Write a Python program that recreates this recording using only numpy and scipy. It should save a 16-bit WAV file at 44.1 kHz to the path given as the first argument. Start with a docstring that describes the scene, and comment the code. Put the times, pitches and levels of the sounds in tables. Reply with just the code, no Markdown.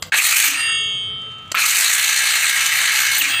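"""A cordless circular saw runs free, close by in a small tiled room: two pulls of the trigger.
Gears rattle as noise and knocks through the housing, under a whine of sines on motor orders and rough body bursts.
The brake squeaks, drops a falling tone and hums; the blade is left ringing in beating twin modes.
The switch clicks, the grip creaks, and faint hums, hiss and room rumble lie beneath.
Gain control pushes the rumble down while the saw runs."""
import sys
import numpy as np
from scipy import signal
from scipy.fft import rfft, irfft
from scipy.io import wavfile
from scipy.ndimage import uniform_filter1d

SR = 44100
rng = np.random.default_rng(int(sys.argv[2]) if len(sys.argv) > 2 else 0)


def store_pcm(level_fs):
    """Save levels as 16-bit WAV."""
    pcm = np.round(np.clip(level_fs, -1, 1) * 32767).astype(np.int16)
    wavfile.write(sys.argv[1], SR, np.atleast_2d(pcm).T)


def field_ratio(decibels):
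    """Amplitude ratio for a level in dB (20 dB per decade); scalars and array-likes work."""
    return 10 ** (np.asarray(decibels, dtype=float) / 20)


N = 149940

# spectrum of the room rumble: (frequency [Hz], relative level [dB])
RUMBLE_SPECTRUM = [(15, -60), (25, -29), (108, 3), (317, -17), (438, -17), (1130, -19), (1290, -16.5),
                   (2410, -45), (3150, -14.5), (3910, -38), (16000, -99)]
RUMBLE_DB, HISS_DB = -43, -75.5
# faint hums: (start [s], end [s], frequency [Hz], width of each resonance pass [Hz], level [dB])
FAINT_HUMS = [(0.0, 0.108, 496, 7.6, -42), (0.604, 1.556, 433, 19, -54.5)]

# trigger clicks: (time [s], level [dB])
SWITCH_CLICKS = [(0.0228, -11.5), (1.516, -10.5)]
# creaks of the grip: (time [s], level [dB])
GRIP_CREAKS = [(1.2151, -40), (1.3159, -45), (1.3339, -52), (1.3813, -44), (1.4755, -44)]
# modes of the plastic grip: (frequency [Hz], level [dB], t60 [s])
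GRIP_MODES = [(1250, -6, .008), (2100, -6, .006), (3200, -2, .006), (4600, -2, .004), (6100, -5, .004),
              (7500, 0, .005), (9500, -8, .003), (13000, -12, .002)]
CLICK_RISE_S, CREAK_RISE_S, CREAK_CUT_HZ = 0.0039, 0.0046, 3900
ROOM_T60_S, ROOM_DB, WALL_CUT_HZ, FIRST_ECHO_S = 0.28, -7, 7300, 0.0013

# trigger pulls: (motor start [s], brake [s])
TRIGGER_PULLS = [(.1212, .443), (1.5495, 3.18)]
FULL_HZ, SPIN_UP_S = 405.1, .115  # motor turns a second; time constant
GEAR_RATIO = 6.56  # motor turns per blade turn
BRAKE_HZ, BRAKE_DROP_S, BRAKE_SAG_HZ_PER_S = 225, .044, 100

# gear rattle over time: (time [s], level [dB], treble tilt above 2 kHz [dB per octave])
RATTLE_COURSE = [(0.118, -94, 17), (0.1219, 3.5, -8.5), (0.168, -3, 3), (.26, -3.5, 4), (.44, -2.5, 3),
                 (0.511, -8.5, 2), (0.608, -17.5, -4.5), (0.719, -30.5, -26), (.78, -48.5, -12.5),
                 (1.545, -47.5, -4.5), (1.549, -3, -7), (1.579, -4, -2), (1.63, -11.5, 3.5),
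                 (1.75, -5, 2.5), (2.3, -9, 1), (2.8, -10.5, 0.5), (3.18, -9, 1), (3.268, -14.5, 0.5),
                 (3.4, -21.5, -8.5)]
# spectrum of the rattle through the housing: (frequency [Hz], relative level [dB])
HOUSING_SPECTRUM = [(120, -70), (200, -30.5), (359, -29), (401, -17), (432, -29.5), (850, -12.5),
                    (1140, -11.5), (1680, -1), (2200, -1), (3360, -8), (4190, -7), (5410, -18), (8100, -12),
                    (13500, -17.5), (16000, -17)]
# resonances of the housing shell: (frequency [Hz], width [Hz], relative strength [dB])
SHELL_MODES = [(1252, 85, -3), (1710, 130, -15), (2680, 1120, -8), (4216, 710, -9.5), (5760, 51, -6.5),
               (6240, 640, -6), (6480, 1800, -0.5), (8140, 860, -7.5), (13000, 640, -5)]
KNOCKS_PER_S, KNOCK_SHARE, KNOCK_DECAY_S, KNOCK_SPREAD_DB = 400, .28, .001, 3.0  # share of power
WOBBLE_DB, PATCHY_DB, SURGE_DB = 2.5, 2, 2.14

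# rough noise bursts while starting, running and stopping:
# (time [s], length [s], low body tone [dB], high body tone [dB])
BODY_BURSTS = [(0.12, 0.012, -13, 0.5), (0.143, 0.024, -28, 1.5), (0.186, 0.026, -21, 6),
               (0.248, 0.036, -36, -9), (0.317, 0.094, -28, -1.5), (0.409, 0.1, -36, -2.5),
               (0.544, .02, -38, -6.5), (0.688, 0.034, -31.5, -45.5), (1.545, 0.0097, -8.5, -16),
               (1.567, 0.037, -11.5, -8), (1.617, 0.043, -19, -4.5), (1.64, 0.024, -12.5, -14),
               (3.239, 0.034, -39, -10)]
# the two body tones: (frequency [Hz], width of each resonance pass [Hz])
BODY_TONES = [(1300, 310), (2420, 450)]

# whine partials: (multiple of the motor speed [ratio])
MOTOR_ORDERS = [1, 4, 4.305, 4.845, 5, 5.296, 5.369, 5.753, 6.536, 7.142, 7.481, 9.046, 10, 15]
# the same partials: (level relative to the rattle's level [dB])
ORDER_DB = [-41, -11, -13, -17, -13, -13, -8, -15, -16, -17, -14, -17, -18, -14]
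WHINE_FLICKER_DB, WHINE_FLICKER_RATE, WHINE_WANDER = 2.5, 3.0, .0006  # wander: share of full speed

# sounds at each brake: (squeak [dB], falling tone [dB], hum [dB])
BRAKE_LEVELS = [(-3, -30, -30), (-8, -5, -33)]
START_SQUEAK_S, START_SQUEAK_DB = 1.548, -18
SQUEAK_HZ, SQUEAK_WIDTH_HZ, SQUEAK_S = 14100, 2300, 0.01
FALL_ORDER, FALL_S, FALL_SKEW, FALL_ROUGH_DB = 10.6, .046, 2.4, 4.0  # order: multiple of motor speed
HUM_HZ, HUM_WIDTH_HZ, HUM_S = 268, 39, .16

# blade modes: (frequency [Hz])
MODE_HZ = [1242, 1309, 1801, 1841, 2202, 2579, 2681, 2757, 3022, 3087, 3277, 3659, 4710, 4797, 6631, 6780,
           8528, 8563, 8700, 10560, 12420, 14000, 15230]
# the same modes: (after first stop [dB], after second stop [dB], t60 [s], twin's offset [Hz],
# twin's share of the amplitude, negative when flipped [ratio])
MODE_RING = [(-41.5, -61, 7.5, 1.1, 0.31), (-40, -43, 9.8, 1.34, 0.66), (-16, -25.5, 0.72, 0.33, -0.46),
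             (-27, -30.5, 0.99, 1.4, 1), (-31.5, -37.5, 2.6, 0.66, .8), (-38.5, -28, 2.3, 2.6, 0.61),
             (-37.5, -19, 1.7, 1.0, 0.33), (-17.5, -29, 1.5, 1.07, 0.66), (-28, -31, 1.6, 0.64, 1),
             (-22, -35, 3.66, 1.026, -0.91), (-16, -11, 1.83, 1.35, -0.59),
             (-29.5, -33.5, 2.25, 0.38, 0.39), (-34.5, -52, 1.4, 1.6, -.5), (-25, -33.5, 0.97, 1.4, 0.67),
             (-26, -42, 1.06, 1.88, -.85), (-28, -31, 0.29, 1.0, -0.51), (-25.5, -21, 1.05, 3.7, -0.44),
             (-20.5, -40, 0.54, 1.0, 0.25), (-22.5, -46, 0.38, 1.0, -0.061), (-40.5, -48, 0.93, 4.0, .4),
             (-41, -45, .4, 1.0, -0.0092), (-48, -52, 0.16, 1.17, .1), (-45, -31.5, 0.38, 1.0, 0.27)]
RING_AFTER_S, RING_RISE_S = .17, .09  # the ring is fully in this long after the brake

SIDE_DB, SIDE_CUT_HZ = -34.5, 3840
THRESHOLD_DB, SQUEEZE, LOOK_AHEAD_S, SENSE_S = -18, 0.8, 0.0084, 0.031  # squeeze: dB cut per dB over
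SENSED_FALL_DB_PER_S = 88
PEAK_TOP, PEAK_KNEE = .7, 4
TOP_CUT_HZ = 15500


def rms_one(x):
    """Scales to rms 1."""
    return x / np.sqrt(np.mean(x ** 2) + 1e-20)


def at_hz(points, hz):
    """Reads a spectrum table along log frequency."""
    table = np.array(points)
    return np.interp(np.log(hz), np.log(table[:, 0]), table[:, 1])


def drift(rate):
    """Slow random wander of spread 1, quicker for a higher rate; low-passed noise."""
    r = np.exp(-80 * np.pi * rate / SR)
    noise = rng.standard_normal(N // 40 + 2002)  # one point every 40 samples
    slow = signal.lfilter([1], [1, -2 * r, r * r], noise)[2000:]
    return np.interp(np.arange(N) / 40, np.arange(len(slow)), rms_one(slow - slow.mean()))


def coloured(x, points):
    """Shapes x with a spectrum table."""
    hz = np.maximum(np.arange(N // 2 + 1) * SR / N, 1)
    return irfft(rfft(x) * field_ratio(at_hz(points, hz)), N)


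def resonance(x, hz, width_hz):
    """Two-pole resonance, gain 1 on top."""
    r = np.exp(-np.pi * width_hz / SR)
    gain = (1 - r * r) / 2
    return signal.lfilter([gain, 0, -gain], [1, -2 * r * np.cos(2 * np.pi * hz / SR), r * r], x + 1e-18)


def narrow(hz, width_hz):
    """Noise twice through one resonance, rms 1."""
    once = resonance(rng.standard_normal(N), hz, width_hz)
    return rms_one(resonance(once, hz, width_hz))


def swell(u, skew):
    """Rises and falls as u runs from 0 to 1; a skew below 1 peaks early."""
    return np.abs(np.sin(np.pi * np.clip(u, 0, 1) ** skew)) ** .5 * (u < 1) * (u > 0)


def rumble():
    """Room rumble: coloured noise whose level drifts gently."""
    noise = rms_one(coloured(rng.standard_normal(N), RUMBLE_SPECTRUM))
    return field_ratio(RUMBLE_DB + 1.0 * drift(1.7)) * noise


def hiss():
    """Steady faint white noise."""
    return field_ratio(HISS_DB) * rng.standard_normal(N)


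def faint_hums():
    """Wavering hums: narrow noise bands, each held for a stretch."""
    t = np.arange(N) / SR
    return sum(field_ratio(db) * narrow(hz, width) * (t >= start) * (t < end)
               for start, end, hz, width, db in FAINT_HUMS)


def plastic(events, rise_s):
    """Short scratchy contacts ring the plastic grip: noise bursts into decaying two-pole modes."""
    t, drive, out = np.arange(N) / SR, 0, 0
    for time, db in events:
        u = np.maximum(t - time, 0) / rise_s
        drive = drive + field_ratio(db - 21) * u * np.exp(1 - u) * (u < 1.5)
    for hz, db, t60 in GRIP_MODES:
        r, w = field_ratio(-60 / (t60 * SR)), 2 * np.pi * hz / SR
        scratch = field_ratio(db) * drive * rng.standard_normal(N)
        out = out + signal.lfilter([0, np.sin(w)], [1, -2 * r * np.cos(w), r * r], scratch + 1e-18)
    return out


def room(x):
    """Tiled room: a dense noise tail whose treble dies faster, so it dulls with time."""
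    t = np.arange(int(.6 * SR)) / SR
    white = rng.standard_normal(len(t))
    dull = signal.sosfilt(signal.butter(2, WALL_CUT_HZ, fs=SR, output="sos"), white)
    decay = field_ratio(-60 * t / ROOM_T60_S)
    tail = (dull + (white - dull) * decay) * decay * (t > FIRST_ECHO_S)
    return signal.fftconvolve(x, tail / np.sqrt(np.sum(tail ** 2)))[:N]


def motor_hz():
    """Motor speed climbs exponentially after each start, drops at the brake, then sags."""
    t, hz = np.arange(N) / SR, np.zeros(N)
    for start, brake in TRIGGER_PULLS:
        up = FULL_HZ * (1 - np.exp(-np.clip(t - start, 0, brake - start) / SPIN_UP_S))
        after = np.maximum(t - brake, 0)
        low = np.maximum(BRAKE_HZ - BRAKE_SAG_HZ_PER_S * after, 0)
        braked = 1 - np.clip(1 - after / BRAKE_DROP_S, 0, 1)
        hz = np.where(t >= start, up + (low - up) * braked, hz)
    return hz


def rattle(turns):
    """Air noise and tooth knocks, wobbling once per blade turn, through the housing in patchy third octaves."""
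    s, db, tilt = np.transpose(RATTLE_COURSE)
    t = np.arange(N) / SR
    db, tilt = np.interp(t, s, db), np.interp(t, s, tilt)
    hit_level = field_ratio(KNOCK_SPREAD_DB * np.minimum(rng.exponential(1, N), 3))
    hits = (rng.random(N) < KNOCKS_PER_S / SR) * hit_level
    envelope = signal.lfilter([1], [1, -np.exp(-1 / (KNOCK_DECAY_S * SR))], hits)
    knocks = rms_one(envelope * rng.standard_normal(N))
    drive = np.sqrt(1 - KNOCK_SHARE) * rng.standard_normal(N) + np.sqrt(KNOCK_SHARE) * knocks
    wobble = WOBBLE_DB * np.cos(2 * np.pi * turns / GEAR_RATIO + 0.9 * drift(5.1))
    drive = drive * field_ratio(wobble + SURGE_DB * drift(17))
    shell = sum(field_ratio(g) * 2 * resonance(drive, hz, width) for hz, width, g in SHELL_MODES)
    drive = rms_one(coloured(drive + shell, HOUSING_SPECTRUM))
    spectrum, hz, out = rfft(drive), np.arange(N // 2 + 1) * SR / N, 0
    for centre in 200 * 2 ** (np.arange(20) / 3):
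        band = irfft(spectrum * np.clip(1 - 3 * abs(np.log2(hz / centre + 1e-9)), 0, 1), N)
        out = out + band * field_ratio(tilt * np.log2(max(centre, 2000) / 2000) + PATCHY_DB * drift(12))
    return out * field_ratio(db), db


def body_bursts():
    """Rough noise bursts in two body tones, each narrow noise under a swell that peaks early."""
    t = np.arange(N) / SR
    low, high = [narrow(hz, width) for hz, width in BODY_TONES]
    return sum(swell((t - s) / length, 0.28) * (field_ratio(low_db) * low + field_ratio(high_db) * high)
               for s, length, low_db, high_db in BODY_BURSTS)


def whine(turns, rattle_db):
    """Flickering sines on multiples of the motor speed, fading in while driven and out at the brake."""
    t, out = np.arange(N) / SR, 0
    driven = sum(np.clip((t - start) / 0.66, 0, 1) * np.clip(1 - (t - brake) / 0.0077, 0, 1)
                 for start, brake in TRIGGER_PULLS)
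    turns = turns + np.cumsum(drift(5.2)) * WHINE_WANDER * FULL_HZ / SR
    for order, db in zip(MOTOR_ORDERS, ORDER_DB):
        level = field_ratio(db + WHINE_FLICKER_DB * drift(WHINE_FLICKER_RATE))
        out = out + level * np.sin(2 * np.pi * (order * turns + rng.random()))
    return driven * field_ratio(rattle_db) * out


def brakes(turns):
    """Noise squeak, tone falling with the motor and rough hum at each brake; a squeak at the second start."""
    t = np.arange(N) / SR
    squeak, hum = narrow(SQUEAK_HZ, SQUEAK_WIDTH_HZ), narrow(HUM_HZ, HUM_WIDTH_HZ)
    falling = np.sin(2 * np.pi * FALL_ORDER * turns)
    out = field_ratio(START_SQUEAK_DB) * squeak * swell((t - START_SQUEAK_S) / SQUEAK_S, 0.34)
    for (start, brake), (squeak_db, fall_db, hum_db) in zip(TRIGGER_PULLS, BRAKE_LEVELS):
        u = np.maximum(t - brake, 0)
        out = out + field_ratio(squeak_db) * squeak * u / SQUEAK_S * np.exp(1 - u / SQUEAK_S)
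        out = out + field_ratio(fall_db + FALL_ROUGH_DB * drift(150)) * swell(u / FALL_S, FALL_SKEW) * falling
        out = out + field_ratio(hum_db) * swell(u / HUM_S, 0.21) * hum
    return out


def blade():
    """As the blade stops its modes swell and ring, each beating with a close twin; the next start ends them."""
    t, out = np.arange(N) / SR, 0
    for k, (start, brake) in enumerate(TRIGGER_PULLS):
        u = t - brake - RING_AFTER_S
        end = TRIGGER_PULLS[k + 1][0] if k + 1 < len(TRIGGER_PULLS) else np.inf
        gate = np.clip(1 + u / RING_RISE_S, 0, 1) * np.clip((end - t) / .05 + 1, 0, 1)
        live = gate > 0
        v, ring = u[live], np.zeros(N)
        for hz, (*stop_db, t60, offset, share) in zip(MODE_HZ, MODE_RING):
            phase = 2 * np.pi * (hz * v + rng.random())
            pair = np.sin(phase) + share * np.sin(phase + 2 * np.pi * offset * v)
            ring[live] += field_ratio(stop_db[k] - 60 * v / t60) * pair
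        out = out + gate * ring
    return out


def creaks():
    """Creaks of the grip: plastic contacts with the lows cut."""
    high_pass = signal.butter(2, CREAK_CUT_HZ, "high", fs=SR, output="sos")
    return signal.sosfilt(high_pass, plastic(GRIP_CREAKS, CREAK_RISE_S))


def scene():
    """Saw, grip, room and rumble, almost alike on both sides."""
    turns = np.cumsum(motor_hz()) / SR
    gears, rattle_db = rattle(turns)
    saw = plastic(SWITCH_CLICKS, CLICK_RISE_S) + gears + body_bursts() + brakes(turns) + creaks()
    mid = saw + field_ratio(ROOM_DB) * room(saw) + whine(turns, rattle_db) + blade()
    mid = mid + faint_hums() + hiss() + rumble()
    # the sides differ by a faint, late, treble-only copy
    high_pass = signal.butter(4, SIDE_CUT_HZ, "high", fs=SR, output="sos")
    side = field_ratio(SIDE_DB) * signal.sosfilt(high_pass, np.roll(mid, 90))
    return np.array([mid + side, mid - side])


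def gain_control(x):
    """Turns loud stretches down, looking ahead and letting go steadily."""
    level = 10 * np.log10(uniform_filter1d(x.mean(axis=0) ** 2, int(SENSE_S * SR)).clip(1e-12))
    ramp = SENSED_FALL_DB_PER_S * np.arange(N) / SR
    held = np.maximum.accumulate(level + ramp) - ramp  # level that falls no faster than the ramp
    cut = SQUEEZE * np.maximum(held - THRESHOLD_DB, 0)
    ahead = int(LOOK_AHEAD_S * SR)
    cut = np.maximum(cut, np.append(cut[ahead:], cut[-ahead:]))
    return x * field_ratio(-uniform_filter1d(cut, int(0.0022 * SR)))


def rounded(x):
    """Soft limit that rounds off chiefly the highest peaks."""
    return x / (1 + np.abs(x / PEAK_TOP) ** PEAK_KNEE) ** (1 / PEAK_KNEE)


def top_cut(x):
    """Nothing passes above the cut-off."""
    return signal.sosfilt(signal.butter(12, 16100, fs=SR, output="sos"), x)


def record(dry):
    """Gain control, rounded peaks and a steeply cut top."""
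    low_pass = signal.ellip(10, .5, 50, TOP_CUT_HZ, fs=SR, output="sos")
    mix = signal.sosfilt(low_pass, rounded(gain_control(dry)))
    return top_cut(mix)


dry = scene()
out = record(dry)
store_pcm(out)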